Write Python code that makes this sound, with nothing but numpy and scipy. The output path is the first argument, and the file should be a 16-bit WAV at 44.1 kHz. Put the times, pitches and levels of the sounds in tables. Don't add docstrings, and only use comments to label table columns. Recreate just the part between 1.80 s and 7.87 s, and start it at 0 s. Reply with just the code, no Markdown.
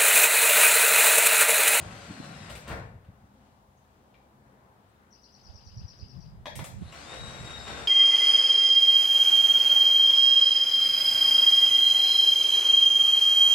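import sys
import numpy as np
from scipy import signal
from scipy.fft import rfft, irfft
from scipy.io import wavfile
from scipy.ndimage import uniform_filter1d

SR = 44100
rng = np.random.default_rng(int(sys.argv[2]) if len(sys.argv) > 2 else 0)


def transcribe(u):
    v = np.clip(np.atleast_2d(u).T, -1, 1)
    q = np.round(v * 32767).astype(np.int16)
    wavfile.write(sys.argv[1], SR, q)


def nominal_scale(level):
    x = np.asarray(level, float) / 20
    return 10 ** x


N = 267819
TIME = np.arange(N) / SR

# (t/s, slot rate f/Hz, whine level/dB)
MOTOR_RUNS = [
    [(0, 1662, -64), (.12, 1615, -67), (.22, 1570, -61), (.33, 1400, -68), (.44, 1360, -61.5),
     (.55, 1308, -65), (.66, 1272, -63), (.72, 1235, -76)],
    [(4.98, 1200, -81), (5.06, 1250, -89), (5.12, 1312, -65), (5.16, 1395, -57.5), (5.21, 1550, -56.5),
     (5.27, 1803, -57), (5.39, 1916, -53.5), (5.78, 1875, -53.5), (6.07, 1813, -56.5)],
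]
# (multiple, level/dB)
SLOT_HARMONICS = [(1, -20), (1.5, -22), (2, -1), (3, -6.5), (4, -2), (5, -20)]
# (f/Hz, width/Hz, level/dB)
HOUSING_MODES = [(2000, 190, -26), (3300, 380, -7), (3980, 740, 2), (4260, 360, -1), (4900, 600, 1),
                 (5540, 460, -7.5), (6480, 1120, -4), (7037, 970, -5), (8440, 430, 8.5)]
# (f/Hz, level/dB)
CHOPPER_TONES = [(10002, -76.5)]


def motor():
    gate, (slot_hz, whine_db) = follow(MOTOR_RUNS)
    jitter = .0016 * (1900 / slot_hz) ** 4 * walk(60)
    phase = 2 * np.pi * np.cumsum(slot_hz * (1 + jitter)) / SR
    whine = sum(nominal_scale(db + 2.3 * walk(30)) * np.sin(k * phase) for k, db in SLOT_HARMONICS)
    housed = ring(ring(whine, HOUSING_MODES), HOUSING_MODES)
    chopper = sum(nominal_scale(db + 4) * np.sin(2 * np.pi * hz * TIME) for hz, db in CHOPPER_TONES)
    return gate * (nominal_scale(whine_db + 2.5) * housed + chopper)


# (t/s, level/dB)
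DOOR_RUNS = [
    [(0, -44), (.23, -48), (.64, -50), (.75, -52), (.87, -55), (.9, -55)],
    [(4.95, -71), (5.04, -58), (5.115, -57), (5.136, -47), (5.28, -49), (5.4, -46.5), (5.8, -46),
     (6.07, -49.5)],
]
# (f/Hz, spectral level/dB per Hz)
DOOR_SPECTRUM = [(35, -63), (60, 30.5), (126, -11.5), (343, -4.5), (756, -12), (931, -8.5), (1050, -6),
                 (3270, -20), (3840, -18.5), (6410, -31), (8470, -25), (10400, -36), (15500, -58.5)]
# (f/Hz, width/Hz, level/dB)
PANEL_MODES = [(240, 12, 0), (412, 18, -3), (485, 165, 4.5), (753, 89, 6.5), (1083, 52, 4.5),
               (1263, 58, -2.5), (1816, 20, -35), (2020, 27, -18), (2847, 410, 9)]
# (t/s, level/dB, rise/s, fall/s, loss per brighter range/dB)
SECTION_JOLTS = [
    (0.002, -35, .002, 0.0034, -6),
    (.7, -44, 0.0074, 0.013, -8),
    (.75, -57, 0.0031, 0.022, -12),
    (0.885, -37.5, 0.0081, .02, -6),
    (.915, -32.5, 0.021, 0.023, -13),
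    (0.962, -34.5, 0.0024, 0.021, -27),
    (1.02, -52, 0.033, 0.18, -22),
    (5.336, -42.5, 0.011, 0.018, -5.5),
    (5.872, -40, 0.0073, 0.042, -7),
    (5.99, -40.5, 0.047, 0.035, -6.5),
]


def door():
    gate, (roll_db,) = follow(DOOR_RUNS)
    sizes = np.minimum(rng.exponential(size=N), 3)
    ticks = rng.standard_normal(N) * nominal_scale(2.06 * sizes) * (rng.random(N) < .05)
    ticks = colour(ticks + ring(ticks, PANEL_MODES) * nominal_scale(-6.0), DOOR_SPECTRUM)
    shudder_db = .8 * walk(18)
    panel = unit(band(ticks, 290, 1500)) * nominal_scale(shudder_db + 1.4 * walk(30))
    rattle = -unit(band(ticks, 1500, 4500)) * nominal_scale(shudder_db + 1.2 * walk(30))
    scrape = unit(band(ticks, 5630, 11700)) * nominal_scale(shudder_db + 1.15 * walk(30))
    squeak = unit(band(ticks, 10900, 17900, order=3)) * nominal_scale(shudder_db)
    ranges = np.array([panel, rattle, scrape, squeak])
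    out = gate * nominal_scale(roll_db) * (nominal_scale([0, -4.86, -8.5, -18.5]) @ ranges)
    brighter = np.arange(len(ranges)) ** 1.24
    for s, db, rise, fall, loss_db in SECTION_JOLTS:
        out += swell(s, rise, fall) * (nominal_scale(db + loss_db * brighter) @ ranges)
    return out


# (t/s, level/dB, f/Hz, rise/s, fall/s)
SLIDING_PARTS = [
    (5.09, -59.5, 3960, .04, .05),
    (5.8, -57, 4250, .015, .04),
    (5.8, -56, 5000, .015, 0.032),
]


def rubs():
    noise = rng.standard_normal(N)
    out = np.zeros(N)
    for s, db, hz, rise, fall in SLIDING_PARTS:
        out += nominal_scale(db) * swell(s, rise, fall) * unit(band(noise, hz / 1.06, hz * 1.06))
    return out


# (t/s, body level/dB, clack level/dB, clack f/Hz, sizzle level/dB)
CONTACT_KNOCKS = [(.697, -57, -49, 2977, -49.5), (0.752, -50, -44.5, 2960, -48),
                  (0.877, -44, -52, 2670, -49.5), (0.913, -36.5, -66, 1660, -55),
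                  (.96, -54, -60, 1590, -62), (1.246, -59, -67, 2490, -76),
                  (2.341, -61.5, -57.5, 2620, -84), (4.657, -49.5, -40.5, 3300, -56),
                  (4.754, -51, -43.5, 2400, -41.5), (4.791, -38.5, -42.5, 2230, -52),
                  (4.841, -44.5, -45, 2700, -42.5), (5.123, -56, -44.5, 2600, -59),
                  (5.786, -64, -60, 4740, -65)]
# (f/Hz, spectral level/dB per Hz)
SIZZLE_SPECTRUM = [(2000, -39), (3500, -7), (4500, -6.5), (6500, -4.5), (8300, 1.5), (10000, -7.5),
                   (12900, -8), (14500, -19), (15800, -11)]


def knocks():
    out, t = np.zeros(N + SR), TIME[:SR // 4]
    chatter_s = 0.013
    for s, body_db, clack_db, clack_hz, sizzle_db in CONTACT_KNOCKS:
        burst = rng.standard_normal(len(t)) * np.exp(-t / chatter_s) * np.minimum(t * 1e3, 1)
        body = nominal_scale(body_db + 19) * band(burst, 283, 1400)
        clack = nominal_scale(clack_db + 16.5) * band(burst, clack_hz / 1.38, clack_hz * 1.08)
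        sizzle = nominal_scale(sizzle_db + 12.5) * colour(burst, SIZZLE_SPECTRUM)
        at = int(s * SR)
        out[at:at + len(t)] += body + clack + sizzle
    return out[:N]


# (f/Hz, width/Hz, level/dB)
ARMATURE_MODES = [(2520, 40, -26), (5950, 20, -21), (7520, 20, -16)]


def ping():
    tap = np.zeros(N)
    tap[int(5.122 * SR)] = nominal_scale(20)
    return ring(tap, ARMATURE_MODES)


# (t/s, level/dB)
ROCKER_SNAPS = [
    (4.6572, -33.5),
    (4.6595, -35.5),
    (4.663, -43),
    (4.666, -42),
    (4.669, -33),
    (4.7912, -42),
    (4.796, -42),
    (4.802, -45),
]
# (f/Hz, width/Hz, level/dB)
BOX_MODES = [(300, 220, -12), (642, 88, 2), (889.7, 116, 1.5), (954, 72.5, -2), (1686, 93, 0),
             (3300, 130, 1), (5400, 1100, -22)]


def switch():
    snaps = np.zeros(N)
    for k, (s, db) in enumerate(ROCKER_SNAPS):
        snaps[int(s * SR)] = (-1) ** k * nominal_scale(db + 41.5)
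    return ring(uniform_filter1d(snaps, size=5), BOX_MODES)


# (start t/s, length/s, from, to as ratios of the top note, level/dB)
SYLLABLE_GLIDES = [(-.016, 0.011, 1.06, 1.03, -6.5), (0, 0.011, 1.02, .98, 2.5),
                   (0.012, 0.0107, 1.1, .9, -9), (.009, .007, .74, 0.926, 1),
                   (0.018, 0.0202, .94, .87, -1.5), (.029, 0.0194, .44, .53, -15),
                   (.052, 0.0147, .56, 0.5, -16), (0.053, .008, .52, 1.2, -3.5),
                   (0.059, 0.0098, .93, .8, -8), (.066, .024, .93, .87, -7.5)]
# (t/s, length/s, from f/Hz, to f/Hz, level/dB)
FAR_CHIRPS = [
    (1.968, 0.016, 7100, 5700, -73),
    (3.088, .012, 9300, 7450, -76),
]


def bird():
    from_s, every_s, loudest_s, syllables = 3.322, .108, 4.02, 11
    song, slip = np.zeros(N), rng.standard_normal((syllables, len(SYLLABLE_GLIDES), 2))
    for k, slips in enumerate(slip):
        s = from_s + k * every_s
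        top_hz = 5612 - 83 * k * every_s
        bend = 12.5 if s < loudest_s else 36
        db = -52.5 - bend * (s - loudest_s) ** 2
        for (start, length, first, last, note_db), (pitch, size) in zip(SYLLABLE_GLIDES, slips):
            hz = top_hz * (1 + .013 * pitch)
            add_glide(song, s + start, length, first * hz, last * hz, db + note_db + 1.85 * size)
    for chirp in FAR_CHIRPS:
        add_glide(song, *chirp)
    song = song * (1 + .4 * np.sin(2 * np.pi * 420 * TIME))
    t, t60_s = TIME[:SR // 2], 0.34
    sparse = rng.random((2, len(t))) < .03
    echoes = rng.standard_normal((2, len(t))) * sparse * nominal_scale(-60 * t / t60_s)
    echoes = echoes / np.sqrt(np.sum(echoes ** 2) / 2)
    wet = signal.fftconvolve(song[None], echoes, axes=1)[:, :N]
    return song * nominal_scale([[-1.5], [-7]]) + wet * nominal_scale([[1], [-1.5]])


def add_glide(song, s, length, from_hz, to_hz, db):
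    u = np.linspace(0, 1, int(length * SR))
    phase = 2 * np.pi * np.cumsum(from_hz + (to_hz - from_hz) * u) / SR
    at = int(s * SR)
    song[at:at + len(u)] += nominal_scale(db) * np.sin(np.pi * u) * np.sin(phase)


# (t/s, level/dB, f/Hz)
FLUTTER = [
    [(0, -39, 100.8), (.15, -45.5, 125), (.23, -48, 109.1), (.3, -46.5, 200.5), (.55, -45, 180),
     (.71, -45, 105), (.86, -50.5, 130), (.92, -39.5, 99.9), (1.5, -67.5, 95.4)],
    [(3.5, -71, 78), (3.85, -54, 82.17), (4.2, -56, 87), (4.45, -51.5, 94.85), (4.72, -50.5, 95.06),
     (4.9, -52, 117.8), (5.15, -53, 95), (5.5, -48.5, 115), (6.07, -45, 110)],
]
# (t/s, peak level/dB, length/s, left minus right/dB)
FLUTTER_EDDIES = [(0.31, -39, 0.0097, 1), (1.152, -58.5, 0.034, -6), (1.296, -48.5, 0.018, -1),
                  (1.442, -57, 0.028, -3), (3.698, -58, 0.047, -17.5), (3.996, -45.5, .05, -12.5),
                  (4.233, -48, .03, -10.5), (4.376, -47.5, .04, 19), (4.467, -49.5, 0.021, 12),
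                  (4.543, -48, 0.08, -3.5), (4.789, -42, 0.029, -24), (4.995, -38.5, 0.077, -9),
                  (5.449, -43.5, .05, 0.5), (5.628, -42.5, .035, -8.5)]
# (t/s, peak level/dB, f/Hz, left minus right/dB)
SINGLE_BUFFETS = [(0.31, -31.5, 230, -3), (0.403, -29.5, 240, -1), (0.932, -36.5, 127, 3.5),
                  (0.969, -55, 142, -1), (3.7, -44.5, 67, -22), (3.752, -47, 95, -18),
                  (3.873, -46.5, 86, -19), (3.977, -33.5, 95.5, -5), (4.015, -38, 120.2, -6),
                  (4.05, -36.5, 87, 14.5), (4.231, -39, 93, -20), (4.375, -49, 101.6, 14),
                  (4.797, -42, 89, -27), (4.829, -36, 138, -19), (4.966, -41, 109.1, 1),
                  (5.026, -33, 167, -17), (4.792, -37, 279.8, -9), (5.021, -37, 300, 4)]


def draught():
    gate, (db, hz) = follow(FLUTTER)
    gust = TIME > 2.5
    shared = np.where(gust, 0.27, 0.98)
    size = gate * nominal_scale(db) * balance(np.where(gust, -4, -0.5))
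    for s, peak_db, length, lean_db in FLUTTER_EDDIES:
        size = size + np.exp(-((TIME - s) / length) ** 2) * nominal_scale(peak_db) * balance(lean_db)
    phase = 2 * np.pi * np.cumsum(hz) / SR
    sway = uniform_filter1d(uniform_filter1d(rng.standard_normal((2, 3, N)), size=230), size=230)
    flutter = unit(sway[0] * np.cos(phase) + sway[1] * np.sin(phase))
    left, right, both = flutter * [nominal_scale(1.12 * walk(25)) for _ in range(3)]
    out = nominal_scale(-2.5) * size * (np.sqrt(1 - shared) * np.array([left, right]) + np.sqrt(shared) * both)
    starts = rng.random((len(SINGLE_BUFFETS), 2))
    for (s, peak_db, pitch_hz, lean_db), start in zip(SINGLE_BUFFETS, starts):
        cycles = (TIME - s) * pitch_hz
        puff = np.exp(-(cycles / 0.69) ** 2) * np.cos(2 * np.pi * (cycles + start[:, None]))
        out += puff * nominal_scale(peak_db) * balance(lean_db)
    return out


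# (f/Hz, spectral level/dB per Hz)
STREET_SPECTRUM = [(15, -77), (25, -23), (55, 0.5), (107, -7), (133, 1), (165, -12.5), (200, -1.5),
                   (307, -9.5), (513, -13), (557, -11), (812, -9), (1360, -16), (2330, -29.5),
                   (4820, -36.5), (15800, -51.5)]
# (t/s, level/dB)
STREET_BRIGHTNESS = [(1.3, 0), (1.5, 1), (1.65, 5.5), (1.85, 2), (2.1, 1.5), (2.7, 0.5), (3.1, 2.5),
                     (3.4, 1), (4.65, 4.5)]
# (f/Hz, width/Hz, level/dB)
DISTANT_HUMS = [(83.4, 27, -70.5), (197, 12.3, -72), (403.7, 3.7, -80.5), (521, 21, -76.5)]


def air():
    noise = np.array([colour(side, STREET_SPECTRUM) for side in pair(N)])
    swell_db, bright_db = 0.4 * walk(0.85), np.interp(TIME, *np.transpose(STREET_BRIGHTNESS))
    traffic = np.zeros((2, N))
    for hz in 20 * 2. ** np.arange(10):
        level_db = swell_db + 2.9 * walk(6.04) + bright_db * min(hz / 2500, 1)
        traffic += band(noise, hz, 2 * hz, order=1) * nominal_scale(level_db)
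    hum = np.zeros(N)
    for hz, width, db in DISTANT_HUMS:
        hum += nominal_scale(db) * unit(ring(rng.standard_normal(N), [(hz, width, 0)]))
    return unit(traffic) * nominal_scale(-60) + hum


# (f/Hz, t60/s)
GARAGE_T60 = [(90, .9), (250, 0.37), (700, 0.45), (2000, 0.44), (5000, 0.43), (11000, 0.28)]


def garage(x, direct_db):
    t = TIME[:SR]
    noise, tail = pair(len(t)), 0
    for hz, t60 in GARAGE_T60:
        tail = tail + unit(band(noise, hz / 1.804, hz * 1.59)) * np.sqrt(hz / t60) * nominal_scale(-60 * t / t60)
    tail = tail * (1 - np.exp(-t / 0.0025))
    tail = tail / np.sqrt(np.sum(tail ** 2) / 2)
    return nominal_scale(direct_db) * x + signal.fftconvolve(x[None], tail, axes=1)[:, :N]


# (f/Hz, likeness of left and right)
CORRELATION = [(60, 0.99), (130, 0.99), (290, 0.72), (640, 0.45), (1410, -0.56), (3100, 0.23),
               (6820, -0.74), (15000, -0.29)]


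def pair(size):
    like = np.clip(along(CORRELATION, np.arange(size // 2 + 1) * SR / size), -1, 1)
    mid, side = rfft(rng.standard_normal((2, size))) * np.sqrt([(1 + like) / 2, (1 - like) / 2])
    return irfft([mid + side, mid - side], size)


def balance(lean_db):
    return nominal_scale(np.array([[1], [-1]]) * lean_db / 2)


def along(table, hz):
    at, value = np.transpose(table)
    return np.interp(np.log(np.maximum(hz, 1)), np.log(at), value)


def colour(x, table, tilt=1):
    size = 8192
    cep = irfft(tilt * along(table, np.arange(size // 2 + 1) * SR / size) * np.log(10) / 20)
    cep[1:size // 2] *= 2
    cep[size // 2 + 1:] = 0
    return signal.fftconvolve(x, irfft(np.exp(rfft(cep))))[:len(x)]


def band(x, lo_hz, hi_hz, order=2):
    sos = signal.butter(order, [lo_hz, min(hi_hz, .49 * SR)], "bandpass", fs=SR, output="sos")
    return signal.sosfilt(sos, x)


def ring(x, peaks):
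    return sum(nominal_scale(db) * signal.lfilter(*signal.iirpeak(hz, hz / max(width, 2), SR), x) for hz, width, db in peaks)


def unit(x):
    return x / np.sqrt(np.mean(x ** 2))


def walk(rate):
    k = int(SR / rate)
    held = np.repeat(rng.standard_normal(4000), k)[:N]
    return 1.305 * uniform_filter1d(uniform_filter1d(held, k), k)


def follow(spans):
    s, *columns = np.transpose(np.concatenate(spans))
    gate = sum((TIME >= rows[0][0]) & (TIME <= rows[-1][0]) for rows in spans)
    return uniform_filter1d(1. * gate, size=600), [np.interp(TIME, s, c) for c in columns]


def swell(s, rise, fall):
    return np.exp(np.where(TIME < s, (TIME - s) / max(rise, .001), (s - TIME) / max(fall, .001)))


def scene():
    running = garage(door(), -8) * nominal_scale(-0.47) + garage(motor(), -4.5) * nominal_scale(-3.0)
    contacts = garage(switch(), -7.0) * nominal_scale(-3.5) + garage(knocks() + ping(), -6.0) * nominal_scale(-2.0)
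    outside = air() + draught() + bird()
    return running + contacts + rubs() + outside


def roll_off(x):
    return signal.sosfilt(signal.butter(12, 16460, fs=SR, output="sos"), x)


# (f/Hz, left minus right/dB)
MICROPHONE_LEAN = [(60, 1.5), (110, 3.5), (200, 1.5), (380, 2), (700, 1.5), (1290, 3), (2380, 7),
                   (4400, 4.5), (8120, 5), (15000, -4)]


def record(dry):
    x = signal.sosfilt(signal.butter(2, 38, "highpass", fs=SR, output="sos"), dry)
    x = np.array([colour(x[0], MICROPHONE_LEAN, tilt=0.77), colour(x[1], MICROPHONE_LEAN, tilt=-0.38)])
    x = x + nominal_scale(-76.5) * rng.standard_normal(x.shape)
    x = signal.sosfilt(signal.ellip(10, .2, 70, 15780, fs=SR, output="sos"), x)
    return roll_off(x)


dry = scene()
out = record(dry)
transcribe(out)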